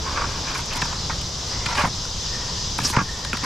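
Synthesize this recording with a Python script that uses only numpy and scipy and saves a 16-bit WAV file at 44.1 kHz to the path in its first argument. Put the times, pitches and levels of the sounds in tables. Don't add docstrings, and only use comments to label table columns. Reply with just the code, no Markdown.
import sys
import numpy as np
from scipy import signal
from scipy.fft import rfft, irfft
from scipy.io import wavfile
from scipy.ndimage import map_coordinates

SR = 44100
rng = np.random.default_rng(int(sys.argv[2]) if len(sys.argv) > 2 else 0)


def inscribe(sig):
    pcm = np.round(np.clip(np.atleast_2d(sig).T, -1, 1) * 32767)
    wavfile.write(sys.argv[1], SR, pcm.astype(np.int16))


def amplitude_ratio(level_db):
    exponent = np.asarray(level_db, float) / 20
    return 10 ** exponent


N = 152145


def at_hz(points, hz):
    table = np.array(points)
    return np.interp(np.log(hz), np.log(table[:, 0]), table[:, 1])


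def in_time(rows):
    return np.interp(np.arange(N) / SR, *np.transpose(rows))


def rms_one(x):
    return x / np.sqrt(np.mean(x ** 2) + 1e-20)


def drift(rate):
    knots = rng.standard_normal(400)
    return map_coordinates(knots, [np.arange(N) / SR * rate * 2], order=3, mode="wrap")


def hump(start, length, rise):
    corners = [start, start + rise * length, start + length]
    return np.sin(np.pi / 2 * np.interp(np.arange(N) / SR, corners, [0, 1, 0]))


def colour(x, spectrum):
    hz = np.maximum(np.arange(N // 2 + 1) * SR / N, 1)
    inside = (hz > spectrum[0][0]) & (hz < spectrum[-1][0])
    return irfft(rfft(x) * amplitude_ratio(at_hz(spectrum, hz)) * inside, N)


def resonance(x, hz, width_hz):
    r = np.exp(-np.pi * width_hz / SR)
    zeros = np.array([1, 0, -1]) * (1 - r * r) / 2
    poles = [1, -2 * r * np.cos(2 * np.pi * hz / SR), r * r]
    return signal.lfilter(zeros, poles, x + 1e-18)


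def grains(per_s, uneven_db):
    sizes = amplitude_ratio(uneven_db * np.minimum(rng.exponential(1, N), 5)) * rng.choice([-1, 1], N)
    return rms_one(sizes * (rng.random(N) < per_s / SR))


def widen(mid, other, side_db):
    # hz, level_db
    likeness = [(40, -50), (150, -25), (380, -13.5), (950, -10.5), (2380, -5), (5980, -10), (8000, -4),
                (10000, -13), (12200, -1.5)]
    side_spectrum = [(1, likeness[0][1])] + list(likeness) + [(SR, likeness[-1][1])]
    side = colour(other, side_spectrum) * amplitude_ratio(side_db)
    return np.array([mid + side, mid - side])


def bed(spectrum, patchy_db, rate, count):
    white = rng.standard_normal((2, N))
    full = rfft(widen(colour(white[0], spectrum), colour(white[1], spectrum), 0))
    hz = np.maximum(np.arange(N // 2 + 1) * SR / N, 1)
    low_hz, high_hz = spectrum[0][0], spectrum[-1][0]
    place = np.log(hz / low_hz) / np.log(high_hz / low_hz) * count
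    out, together = 0, drift(rate / 4)
    for k in range(count + 1):
        band = irfft(full * np.clip(1 - abs(place - k), 0, 1), N)
        out = out + band * amplitude_ratio(patchy_db * (drift(rate) + .5 * together))
    return rms_one(out)


def body(x, factor, tilt_db):
    # hz, width_hz, level_db
    modes = [(565, 61, -7), (778, 140, -8), (1082, 99, 4), (1376, 85, -4), (1549, 75, 0.5), (2380, 250, -5),
             (2880, 200, -7.5)]
    rung = 0
    for k, (hz, width_hz, db) in enumerate(modes):
        gain = amplitude_ratio(db + tilt_db * abs(np.log2(hz / 1110)))
        rung = rung + (-1) ** k * gain * resonance(x, hz * factor, width_hz)
    wood = signal.butter(4, 2425, fs=SR, output="sos")
    return signal.sosfilt(wood, rung)


def rubs():
    # start_s, length_s, level_db, pitch_factor of the body, db per octave away from 1110 Hz (alike on
    strokes = [(0.033, 0.18, -31, 0.99, -4.5), (0.154, 0.054, -24, 1.03, -3),
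               (0.202, 0.037, -22.5, 1.055, -7), (0.234, 0.034, -26.5, 1.1, -2),
               (0.25, 0.17, -35.5, 1.03, 2), (0.439, 0.14, -32.5, 1.03, 3.5),
               (0.543, 0.037, -29.5, 0.98, 2), (0.579, 0.034, -30.5, 0.93, 2.5),
               (0.7, 0.063, -35.5, 1.11, 9.5), (0.742, 0.086, -30, 0.9, 0), (0.825, 0.19, -39.5, 1.12, 4),
               (1.09, 0.05, -33, 1.2, 2), (1.65, 0.22, -28.5, .88, 1), (1.762, 0.075, -22.5, 1.033, 6),
               (1.8, 0.053, -24, 0.97, -3), (1.833, 0.037, -19, 0.9, -2), (1.856, 0.036, -28.5, 0.78, 1),
               (2.79, 0.17, -37.5, 1.1, 6.5), (2.926, 0.039, -23, 0.89, 1.5),
               (2.971, 0.063, -21.5, 1.05, -5.5), (3.336, 0.022, -31.5, 1.06, 7),
               (3.425, 0.1, -22, 0.95, 1.5)]
    slips = grains(per_s=2500, uneven_db=1) * amplitude_ratio(1.5 * drift(60))
    out = np.zeros(N)
    for start, length, db, factor, tilt_db in strokes:
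        a, b = int(start * SR), min(N, int((start + length + .1) * SR))
        stroke = (slips * hump(start, length, rise=0.29))[a:b]
        out[a:b] += amplitude_ratio(db + 14.5) * body(stroke, factor, tilt_db)
    return out


def knocks():
    # start_s, peak_db, ring_hz, crack_db against the ring, rattle_s
    contacts = [(.176, -19, 1160, -30, .01), (.213, -19, 1160, -30, .008), (.24, -20, 1130, -30, .006),
                (.51, -25, 1150, -14, .004), (.555, -27, 1100, -10, .003),
                (0.818, -11.5, 1650, -15, 0.0082), (0.853, -22, 1150, -20, .004),
                (0.927, -22.5, 970, -10, 0.0033), (1.096, -18.5, 1080, -20, 0.0083),
                (1.11, -24, 1400, -14, 0.0044), (1.6588, -16, 2500, -10, .005),
                (1.81, -15, 1010, -20, 0.0046), (1.843, -15, 830, -24, 0.0025),
                (1.8505, -16, 960, -14, .002), (2.052, -26, 1080, -14, .002),
                (2.787, -12.5, 1500, -5, 0.0022), (2.803, -22, 1710, 2, .002),
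                (2.850, -26.5, 890, 4, 0.0016), (2.899, -18, 3360, -15, 0.0014),
                (2.9652, -8, 715, -11, 0.0052), (2.967, -15, 2360, -22, 0.0018),
                (2.969, -12, 580, -12, 0.0043), (2.978, -14, 890, -10, .002),
                (2.988, -11.5, 1250, -29, 0.0043), (3.002, -20.5, 1380, -20, 0.006),
                (3.2495, -23.5, 1700, 0, 0.0022), (3.331, -16.5, 1300, 9, .001),
                (3.335, -27, 1320, -6, .002), (3.345, -23, 1290, -18, 0.0036),
                (3.37, -23, 1870, -10, 0.0027)]
    # hz, level_db
    crack_spectrum = [(500, 3), (1500, 17), (5000, 6.5), (7500, -1), (12500, -40), (14500, -50)]
    ring_t60_s, rise_s, crack_share = 0.047, 0.00051, 0.44
    out, cracks = np.zeros(N + SR), np.zeros(N + SR)
    t = np.arange(SR // 8) / SR
    rise = 1 - np.exp(-t / rise_s)
    for s, db, hz, crack_db, rattle_s in contacts:
        noise = rng.standard_normal((2, len(t)))
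        i = int(s * SR)
        rattle = noise[0] * np.exp(-t / rattle_s) * rise
        own_ring = resonance(resonance(rattle, hz, 1500), hz, 7 / ring_t60_s)
        ring = own_ring + amplitude_ratio(-5) * body(rattle, 0.906, 0)
        out[i:i + len(t)] += amplitude_ratio(db) * ring / abs(ring).max()
        crack = noise[1] * np.exp(-t / (crack_share * rattle_s)) * rise
        cracks[i:i + len(t)] += amplitude_ratio(db + crack_db) * crack
    return out[:N] + colour(cracks[:N], crack_spectrum)


def thumps():
    # start_s, peak_db, pitch_hz, t60_s
    pushes = [(0.128, -20.5, 107, .06), (0.273, -20, 124, 0.12), (0.828, -17.5, 152, 0.044),
              (1.665, -19.5, 121, .06), (1.78, -22, 264, 0.058), (1.839, -10.5, 158, 0.034),
              (1.857, -16.5, 132.5, 0.081), (1.876, -19.5, 146, 0.086), (.76, -25, 250, .05),
              (2.787, -24, 270, 0.031), (2.801, -17.5, 160, 0.038), (2.825, -20, 131, 0.093),
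              (2.849, -23, 257, 0.065), (2.905, -21, 216, 0.035), (2.9722, -5, 142, 0.048),
              (2.989, -16.5, 180, 0.083), (3.016, -16.5, 179, 0.061), (3.335, -18.5, 235, 0.065),
              (3.435, -21.5, 277, .05)]
    out, t = np.zeros(N + SR), np.arange(SR // 4) / SR
    for s, db, hz, t60 in pushes:
        i = int(s * SR)
        wave = -np.sin(2 * np.pi * hz * t) - 0.33 * np.sin(2 * np.pi * 1.54 * hz * t)
        out[i:i + len(t)] += amplitude_ratio(db - 0.5 - 60 * t / t60) * wave
    return out[:N]


def flicks():
    # start_s, length_s, level_db at 9 kHz, tilt_db (the grit below 7 kHz sits 2 * tilt_db + 10 dB under
    bristle_flicks = [(0.542, 0.034, -45.5, -4.5), (0.573, 0.021, -40, 0), (.59, .035, -47, 1),
                      (0.507, .015, -50, 0), (0.656, 0.014, -46, -2), (0.73, 0.02, -46.5, -5.5),
                      (0.754, 0.015, -41, -3), (0.765, 0.02, -41, -5.5), (0.815, 0.011, -40.5, -8),
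                      (.851, .012, -44, 2), (1.212, .008, -44.5, -7), (1.657, 0.013, -44.5, -11),
                      (1.678, 0.07, -53, -10), (1.747, 0.019, -50, -10.5), (1.758, 0.1, -44.5, -7),
                      (1.848, .045, -46, -2), (2.054, 0.0086, -48, -2), (2.781, .013, -39, 2),
                      (2.797, 0.016, -43, -2), (2.813, 0.015, -44, -5), (2.827, 0.05, -39.5, -4),
                      (2.87, 0.034, -33, 0.5), (2.893, 0.029, -33, 0), (2.916, 0.044, -47, 2),
                      (3.247, 0.0095, -41, -7), (3.334, 0.0054, -38, 8), (3.368, 0.012, -45, -5.5),
                      (3.437, .04, -43, 1)]
    # hz, level_db
    grit_spectrum = [(1500, 0), (4000, 9), (9000, -2.5), (12500, -10.5), (14000, -18), (15200, -38)]
    grit = colour(grains(per_s=14000, uneven_db=3.5), grit_spectrum) * amplitude_ratio(1.2 * drift(120))
    dull = signal.sosfiltfilt(signal.butter(2, 7000, fs=SR, output="sos"), grit)
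    bright = grit - dull
    out = np.zeros(N)
    for s, length, db, tilt_db in bristle_flicks:
        tilted = bright + amplitude_ratio(-2 * tilt_db - 10) * dull
        out += amplitude_ratio(db) * hump(s, length, rise=.25) * tilted
    return amplitude_ratio(11.5) * out


def squeal():
    # start_s, length_s, level_db, pitch_hz, width_hz
    start, length, db, hz, width_hz = (2.833, .046, -20, 5300, 1700)
    slips = grains(per_s=7000, uneven_db=2)
    tone = rms_one(resonance(resonance(slips, hz, width_hz), hz, width_hz))
    return tone * amplitude_ratio(db) * hump(start, length, rise=.6)


def insects():
    # hz, db_per_hz
    chorus_spectrum = [(2200, -26.5), (2920, -8), (3600, -3), (4500, -2.5), (4900, 3), (5500, 1),
                       (6200, -1.5), (7800, -13.5), (8300, -28)]
    # time_s, level_db
    chorus_swell = [(0, -2.5), (1.8, -2), (2.75, -0.5), (3.05, -4), (3.45, -2)]
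    pan_db = np.array([[0.7], [-0.7]])
    level = amplitude_ratio(-28.5 + in_time(chorus_swell) + pan_db)
    return level * bed(chorus_spectrum, patchy_db=1.2, rate=17, count=9)


def rumble():
    # hz, db_per_hz
    rumble_spectrum = [(12, 0), (27, -5.5), (80, -2.5), (173, -11), (225, -19), (450, -30.5)]
    # time_s, level_db
    gusts = [(0, 2), (1, -1), (1.5, 0.5), (2, 0), (3.0, -1.5), (3.45, -2)]
    return amplitude_ratio(-31.5 + in_time(gusts)) * bed(rumble_spectrum, patchy_db=1.36, rate=5.6, count=4)


def air():
    # hz, db_per_hz
    air_spectrum = [(200, -5), (323, -5), (510, -2.5), (700, -7.5), (980, -2.5), (1500, -9.5),
                    (2250, -13.5), (3600, -13.5)]
    # time_s, level_db
    bustle = [(0, 0.5), (.12, 2.5), (.2, 6.5), (.3, 1), (.58, 2.7), (.64, 0), (.72, 1), (.95, 1), (1.15, 1),
              (1.35, -2.5), (1.55, 2.5), (1.9, -1.5), (2.1, -2.5), (2.4, 0.5), (2.7, -1), (3.45, -1)]
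    # hz, db_per_hz
    hiss_spectrum = [(6500, -7.5), (8200, 0.5), (10800, -8.5), (12200, -8), (13600, -16.5), (15700, -34)]
    middle = amplitude_ratio(-37 + in_time(bustle)) * bed(air_spectrum, patchy_db=.8, rate=9.7, count=7)
    hiss = amplitude_ratio(-53) * bed(hiss_spectrum, patchy_db=1.0, rate=18, count=3)
    return middle + hiss


def bird():
    # start_s, length_s, level_db, pitch_hz
    whistles = [
        (.975, .055, -38, 4320),
        (1.005, .085, -34, 4025),
        (.17, .1, -35, 4740),
    ]
    out, t = np.zeros(N), np.arange(N) / SR
    for s, length, db, hz in whistles:
        out += amplitude_ratio(db) * hump(s, length, rise=0.42) * np.sin(2 * np.pi * hz * t)
    return out


def whine():
    # start_s, length_s, level_db, pitch_hz, width_hz
    swells = [
        (2.19, 0.49, -44.5, 1837, 180),
        (3.02, 0.6, -43, 1830, 160),
        (1.92, 0.85, -47.5, 970, 59),
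        (1.47, 0.39, -42.5, 2030, 400),
    ]
    out = 0
    for s, length, db, hz, width_hz in swells:
        narrow = resonance(resonance(rng.standard_normal((2, N)), hz, width_hz), hz, width_hz)
        stereo = rms_one(narrow[0]) + 0.11 * rms_one(narrow[1]) * np.array([[1], [-1]])
        throb = amplitude_ratio(db + 4 * drift(12))
        out = out + throb * np.sqrt(hump(s, length, rise=0.3)) * stereo
    return out


def scene():
    near = rubs() + knocks() + thumps() + flicks() + squeal()
    pan_db = np.array([[-0.3], [0.3]])
    close = widen(near, np.roll(near, 131), side_db=-3) * amplitude_ratio(pan_db)
    around = insects() + rumble() + air()
    return close + around + bird() + whine()


def top_cut(x):
    return signal.sosfilt(signal.butter(12, 15740, fs=SR, output="sos"), x)


def record(dry):
    mix = 0.89 * np.tanh(dry / 0.9)
    return top_cut(mix)


dry = scene()
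out = record(dry)
inscribe(out)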